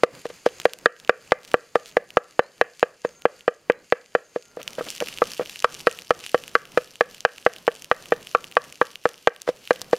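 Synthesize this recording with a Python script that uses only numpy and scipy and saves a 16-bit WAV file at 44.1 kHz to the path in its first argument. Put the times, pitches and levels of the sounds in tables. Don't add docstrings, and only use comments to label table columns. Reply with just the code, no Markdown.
import sys
import numpy as np
from scipy import signal
from scipy.fft import rfft, irfft, next_fast_len
from scipy.io import wavfile
from scipy.ndimage import uniform_filter1d, map_coordinates

SR = 44100
rng = np.random.default_rng(int(sys.argv[2]) if len(sys.argv) > 2 else 0)


def unload_audio(sound):
    columns = np.transpose(np.atleast_2d(sound))
    steps = np.round(np.clip(columns, -1, 1) * 32767)
    wavfile.write(sys.argv[1], SR, steps.astype(np.int16))


N = 440118
MOVE_S = 4.56

# (time [s], force [dB], hardness [0 paste .. 1 bare clay], height [0 bottom .. 1 wall])
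BLOWS = [(0.0348, -8.5, 0.44, .35), (0.2549, -29, 0.18, .05), (0.3016, -38.5, .1, 0.33),
         (0.463, -15, 0.27, .03), (0.6543, -10, .6, .03), (0.8588, -10.5, .95, .03),
         (1.0944, -10, 0.81, 0.19), (1.3203, -11, 0.72, 0.37), (1.5417, -11.5, 0.58, 0.29),
         (1.7556, -13, 0.5, 0.44), (1.969, -14, 0.58, 0.035), (2.1707, -9.5, 0.57, 0.55),
         (2.393, -13.5, 0.77, 0.056), (2.6128, -14.5, 0.85, .03), (2.8285, -13.5, .7, .03),
         (3.0491, -21.5, 0.36, .03), (3.254, -13, 0.68, .03), (3.4793, -16, 0.67, 0.026),
         (3.6987, -13, 0.68, 0.15), (3.9238, -15.5, 0.68, .03), (4.151, -16, 0.71, .05),
         (4.361, -23, 0.045, 0.11), (4.571, -33.5, 0.25, .03), (4.7835, -30, 0.18, 0.29),
         (4.8089, -25.5, 0.3, 0.56), (5.0227, -25, .2, .2), (5.2191, -11.5, 0.41, 0.96),
         (5.3956, -20.5, .05, .65), (5.4098, -29, 0.17, .1), (5.6447, -14, 0.67, 0.95),
         (5.8702, -11, 0.66, 0.66), (6.1068, -12.5, 0.64, 0.52), (6.3448, -15, 0.65, .05),
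         (6.5528, -14, 1, 0.53), (6.7744, -15, 0.68, 0.091), (7.009, -14, 0.73, 0.26),
         (7.2508, -15, 0.94, 0.23), (7.4637, -13, 0.79, 0.18), (7.6787, -17, 0.73, .03),
         (7.9141, -16.5, 0.84, 0.46), (8.1216, -16, 0.68, .05), (8.349, -13, 0.67, 0.99),
         (8.5687, -14.5, 0.77, 0.63), (8.8142, -14.5, 0.77, 0.59), (9.055, -15.5, 0.58, 0.3),
         (9.273, -8.5, 0.83, 0.39), (9.4771, -25.5, .45, .03), (9.4895, -18.5, 0.044, .03),
         (9.7075, -12, 0.59, 0.21), (9.9313, -14.5, 0.38, .03)]
# (frequency [Hz], level [dB], t60 [s])
MORTAR_MODES = [(189, -6.5, 0.039), (427, 0, 0.0097), (487.8, 11.5, 0.038), (570, 2, 0.029),
                (817, 9.5, 0.014), (1175.5, 9, 0.039), (1323, 11, 0.027), (1435, 8, 0.015),
                (1570, 8, 0.029), (1699, 11, 0.032), (1860, 12.5, 0.022), (2024, 8, 0.023),
                (2378, 9.5, 0.021), (2580, 3, 0.029), (2777, 3.5, 0.02), (3060, -0.5, 0.041)]
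ZONE_HZ = [620, 860, 1250, 1600]
# (cushioned level [dB], change on bare clay [dB], change up the wall [dB])
ZONE_RESPONSE = [(0.5, 0, -5.5), (-21, 21.5, -3.5), (-25, 16.5, 18.5), (-23.5, 24, -3)]
FRESH_PASTE_S = [0.0, 5.5, 9.2]
# (time [s], length [s], level [dB])
SCUFFS = [(4.579, 0.052, -37.5), (4.777, 0.032, -28), (4.852, 0.044, -35.5), (5.005, 0.019, -26),
          (5.398, 0.044, -32)]
# (time [s], flame rush [dB], relative sizzle [dB])
FIRE_LEVELS = [
    [(0.0, -56.5, -56), (0.58, -55.5, -53.5), (0.94, -57.5, -56), (4.27, -66.5, -62.5), (4.52, -63, -59.5)],
    [(4.66, -50.5, -52.5), (4.9, -51.5, -45), (5.8, -54, -51), (9.21, -59, -54.5), (9.98, -53, -48.5)],
]
# (frequency [Hz], relative level [dB])
FLAME_EQ = [(25, -8), (70, -8), (150, 0), (300, -3), (500, -2.5), (850, -8.5), (1300, -9), (2200, -14),
            (5000, -29)]
SIZZLE_FAR_EQ = [(600, -33), (1500, -1.5), (2800, 2.5), (3700, -4), (4800, 3), (5700, -5), (6700, 2.5),
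                 (8000, -7), (12000, -10.5), (15500, -30.5)]
SIZZLE_NEAR_EQ = [(600, -31), (1500, -11), (2200, -6.5), (2850, 1), (3600, -5), (5000, -3.5), (6800, -6.5),
                  (8000, -11.5), (12000, -12.5), (15500, -25)]
# (time [s], relative level [dB], brightness [dB])
LOUD_POPS = [(0.6003, -28.5, 7.5), (0.7351, -25.5, 1), (1.0485, -37, -11), (1.5163, -35, -3),
             (2.105, -36, -15), (3.7211, -36, -15), (4.678, -22.5, -15), (4.8869, -29.5, -1),
             (4.9034, -25.5, 16), (5.0038, -21.5, -5.5), (5.0724, -30.5, -17), (5.0861, -27.5, -4),
             (5.186, -28, -19), (5.6025, -32.5, 21), (5.744, -33, 10), (5.9889, -30, -11),
             (6.2398, -32.5, -4), (6.2638, -27.5, -1), (6.4795, -32.5, -3), (7.2063, -31.5, 7),
             (7.845, -33.5, -2), (8.271, -32, -15), (8.4428, -31, -18), (8.7252, -35, -2),
             (8.9567, -30, -28), (9.4186, -27.5, 17), (9.8167, -25, 18)]
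# (time [s], length [s], peak level [dB])
SPURTS = [(1.357, 0.25, -49), (1.85, 0.065, -43.5), (2.719, 0.12, -50), (4.815, 0.062, -45)]
# (frequency [Hz], relative level [dB])
TREES_EQ = [(100, -16), (300, -10), (520, 0), (900, -4.5), (1250, -0.5), (1700, 0.5), (2600, 3.5),
            (8000, -2)]
# (frequency [Hz], t60 [s])
TREES_T60 = [(200, 0.73), (500, 0.28), (1600, 0.31), (6000, 0.14)]
# (start [s], end [s], level [dB])
TRILLS = [(0.39, .66, -60.5), (1.76, 1.96, -66.5), (3.048, 3.24, -56), (4.227, 4.52, -60)]
# (time [s], length [s], start pitch [Hz], middle pitch [Hz], end pitch [Hz], level [dB])
WHISTLES = [(2.4, .1, 3980, 4150, 4650, -57), (3.064, 0.42, 1300, 1416, 1400, -63),
            (3.735, 0.11, 4010, 4070, 4670, -68), (4.398, 0.31, 1430, 1384, 1360, -62)]
# (frequency [Hz], side relative to mid [dB])
STEREO_WIDTH = [(30, -12), (150, -13.5), (2000, -21), (10000, -14)]


def pestle(thud_s=0.0013, crunch_fade_db_per_s=2.5, thud_fade_db_per_s=4):
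    track, t = np.zeros(N), np.arange(SR // 20) / SR
    thud = t / thud_s * np.exp(-t / thud_s)
    for s, force_db, hardness, height in BLOWS:
        zone_db = np.dot(ZONE_RESPONSE, [1, hardness, height])
        pounded_s = s - max(fresh for fresh in FRESH_PASTE_S if fresh <= s)
        crunch_db = -25 + 0.69 * force_db - crunch_fade_db_per_s * pounded_s
        thud_db = -19 + force_db - thud_fade_db_per_s * pounded_s
        add(track, s, amp(force_db) * knock(zone_db))
        add(track, s - 1 / 40, amp(crunch_db) * crunch(force_db + zone_db[-1]))
        add(track, s, -amp(thud_db) * thud)
    return track


def knock(zone_db, contact_s=0.00023, scatter_db=2, detune=0.011, radiation_hz=290):
    t = np.arange(SR // 12) / SR
    hz, db, t60 = np.transpose(MORTAR_MODES)[:, :, None]
    level_jitter, pitch_jitter, phase_jitter = rng.standard_normal((3, len(MORTAR_MODES), 1))
    on_wall = hz > (ZONE_HZ[0] + ZONE_HZ[1]) / 2
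    db = db + np.interp(hz, ZONE_HZ, zone_db) + scatter_db * level_jitter * on_wall
    phase = np.where(on_wall, phase_jitter, np.pi)
    partials = np.sin(2 * np.pi * hz * (1 + detune * pitch_jitter) * t + phase)
    ring = np.sum(amp(db - 60 * t / t60) * partials, axis=0)
    push = np.exp(-(t[:SR // 300] / (contact_s / 2) - 2) ** 2)
    low_cut = signal.butter(2, radiation_hz, "high", fs=SR)
    return signal.lfilter(*low_cut, signal.fftconvolve(ring, push / push.sum()))


def crunch(rim_db):
    t = np.arange(-SR // 40, SR // 20) / SR
    rise_s = np.interp(rim_db, [-36, -22], [.004, .0003])
    fall_s = np.interp(rim_db, [-36, -22], [.008, .0032])
    envelope = np.exp(np.minimum(t / rise_s, -t / fall_s))
    eq = [(300, -1.5), (1200, 7.5), (3000, 1.5), (5000, -3), (7500, -12), (11000, -19), (16000, -29)]
    return coloured(grains(len(t), grit=0.55) * envelope, eq)


def scuffs():
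    eq = [(100, -19), (200, 1.5), (350, -6), (590, 9.5), (800, -13), (1050, -9), (1350, -7),
          (2500, -11.5), (9000, -32)]
    return gritty_swells(SCUFFS, eq, grit=0.5)


def fire(far_trim_db=1, near_trim_db=2):
    t = np.arange(N) / SR
    s, rush_db, sizzle_db = np.vstack(FIRE_LEVELS).T
    flame_gain = amp(np.interp(t, s, rush_db) + 3.6 * wobble(13))
    flame = flame_gain * coloured(rng.standard_normal(N), FLAME_EQ)
    far_ticks = crackle(per_s=110, spread_db=5.5, top_db=17)
    near_ticks = crackle(per_s=200, spread_db=9, top_db=20)
    far = amp(far_trim_db) * coloured(rng.standard_normal(N) + far_ticks, SIZZLE_FAR_EQ)
    near = amp(near_trim_db) * coloured(rng.standard_normal(N) + near_ticks, SIZZLE_NEAR_EQ)
    sizzle_gain = amp(np.interp(t, s, sizzle_db) + 2.5 * wobble(14))
    return flame + sizzle_gain * np.where(t < MOVE_S, far, near)


def crackle(per_s, spread_db, top_db):
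    when, size = rng.random((int(per_s * N / SR), 2)).T
    db = -spread_db * np.log(1 - size * (1 - np.exp(-top_db / spread_db)))
    energy = np.bincount((when * N).astype(int), amp(db) ** 2 * SR / 1000, N)
    return np.sqrt(smoothed(energy, lag_s=0.0002)) * rng.standard_normal(N)


def pops(trim_db=-6.5, mic_resonance_hz=2850, mic_decay_s=0.00051, snap_s=0.00017, tail_db=-22):
    track, t = np.zeros(N), np.arange(SR // 80) / SR
    snap_envelope = np.exp(-t / snap_s) + amp(tail_db) * np.exp(-t / 0.00294)
    snap_eq = [(500, -10), (2500, 1), (6000, 6), (12000, -9), (16000, -16)]
    for s, db, bright_db in LOUD_POPS + small_pops():
        hz = mic_resonance_hz * np.exp(0.024 * rng.standard_normal())
        mic_resonance = np.cos(2 * np.pi * hz * t) * np.exp(-t / mic_decay_s)
        snap = coloured(rng.standard_normal(len(t)) * snap_envelope, snap_eq)
        add(track, s, amp(db + trim_db) * unit(unit(mic_resonance) + amp(bright_db) * snap))
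    return track


def small_pops(count=44):
    s, _, sizzle_db = np.vstack(FIRE_LEVELS).T
    times = rng.random(count) * N / SR
    size, brightness = rng.standard_normal((count, 2)).T
    db = np.interp(times, s, sizzle_db) + 16.5 + 3 * size
    bright_db = -7.5 + 9 * brightness
    return list(zip(times, db, bright_db))


def spurts():
    eq = [(1000, -11), (2800, -0.5), (6000, -3), (11000, -12.5), (16000, -19)]
    return gritty_swells(SPURTS, eq, grit=1.9)


def trees(x, gap_s=0.016, build_s=0.013):
    wet = np.zeros(N)
    edges = [round(blow[0] * SR) for blow in BLOWS] + [N]
    for start, end in zip(edges, edges[1:]):
        hz, t, noise = signal.stft(rng.standard_normal(SR // 2), SR, nperseg=256)
        swell = np.clip((t - gap_s) / build_s, .15, 1)
        band_db = along(TREES_EQ, hz)[:, None] - 60 * t / along(TREES_T60, hz)[:, None]
        _, tail = signal.istft(noise * swell * amp(band_db), SR, nperseg=256)
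        add(wet, start / SR, signal.fftconvolve(x[start:end], tail / np.linalg.norm(tail)))
    return wet


def birds(chirp_step_s=0.049):
    track = np.zeros(N)
    for start, end, db in TRILLS:
        for s in np.arange(start, end, chirp_step_s):
            gain = amp(db + rng.normal(0, 1.7))
            add(track, s, gain * bird_note(0.052, [6950, 6500, 6200], waver=0.012))
    for s, length_s, *pitches_hz, db in WHISTLES:
        add(track, s, amp(db) * bird_note(length_s, pitches_hz, waver=0.0044))
    return track


def bird_note(length_s, pitches_hz, waver):
    progress = np.linspace(0, 1, int(length_s * SR))
    glide_hz = np.polyval(np.polyfit([0, .5, 1], pitches_hz, 2), progress)
    flutter = map_coordinates(rng.standard_normal(200), [progress * length_s * 250], mode="mirror")
    hz = glide_hz * (1 + waver * flutter)
    envelope = np.sqrt(np.abs(np.sin(np.pi * progress)))
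    return envelope * np.sin(2 * np.pi * np.cumsum(hz) / SR)


def reflected(x, delay_s, gain):
    return filtered(x, lambda hz: 1 + gain * np.exp(-2j * np.pi * hz * delay_s) / (1 + 1j * hz / 2500))


def spread(x):
    scatter = rng.standard_normal(96)
    diffuse = signal.fftconvolve(x, scatter / np.linalg.norm(scatter), "same")
    side = filtered(diffuse, lambda hz: amp(along(STEREO_WIDTH, hz)))
    return np.array([x + side, x - side])


def gritty_swells(cues, eq, grit):
    track = np.zeros(N)
    for s, length_s, db in cues:
        n = int(length_s * SR)
        add(track, s, amp(db) * np.hanning(n) * coloured(grains(n, grit), eq))
    return track


def grains(n, grit):
    return rng.standard_normal(n) * np.exp(grit * rng.standard_normal(n))


def wobble(per_s):
    return map_coordinates(rng.standard_normal(int(N * per_s / SR) + 4), [np.arange(N) * per_s / SR])


def smoothed(x, lag_s):
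    pole = np.exp(-1 / (lag_s * SR))
    return signal.lfilter([1 - pole], [1, -pole], x)


def coloured(x, eq):
    return unit(filtered(x, lambda hz: amp(along(eq, hz))))


def filtered(x, response):
    n = x.shape[-1]
    padded = next_fast_len(n + 8192)
    return irfft(rfft(x, padded) * response(np.fft.rfftfreq(padded, 1 / SR)), padded)[..., :n]


def along(points, hz):
    point_hz, values = np.transpose(points)
    return np.interp(np.log(hz + 1), np.log(point_hz + 1), values)


def amp(db):
    return 10 ** (np.asarray(db) / 20)


def unit(x):
    return x / np.sqrt(np.mean(x ** 2) + 1e-20)


def add(track, s, sound):
    start = max(0, round(s * SR))
    part = sound[:max(0, N - start)]
    track[start:start + len(part)] += part


def scene(trees_db=-32):
    blows = pestle() + scuffs()
    first_place = reflected(blows, delay_s=0.0065, gain=0.077)
    second_place = reflected(blows, delay_s=0.006226, gain=0.16)
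    knocks = np.where(np.arange(N) / SR < MOVE_S, first_place, second_place)
    ambience = amp(trees_db) * trees(blows) + fire() + spurts() + pops() + birds()
    return knocks + spread(ambience)


def record(dry, threshold_db=-6, release_db_per_s=32, attack_s=0.0025, top_hz=15800):
    power = np.abs(uniform_filter1d(dry.mean(axis=0) ** 2, SR // 500))
    over_db = np.maximum(0, 10 * np.log10(power + 1e-12) - threshold_db)
    recovery_db = release_db_per_s * np.arange(N) / SR
    held_db = np.maximum.accumulate(over_db + recovery_db) - recovery_db
    ducked = dry * amp(-smoothed(held_db, attack_s))
    clipped = ducked / (1 + np.abs(ducked) ** 6) ** (1 / 6)
    return filtered(clipped, lambda hz: 1 / (1 + (hz / top_hz) ** 80))


dry = scene()
out = record(dry)
unload_audio(out)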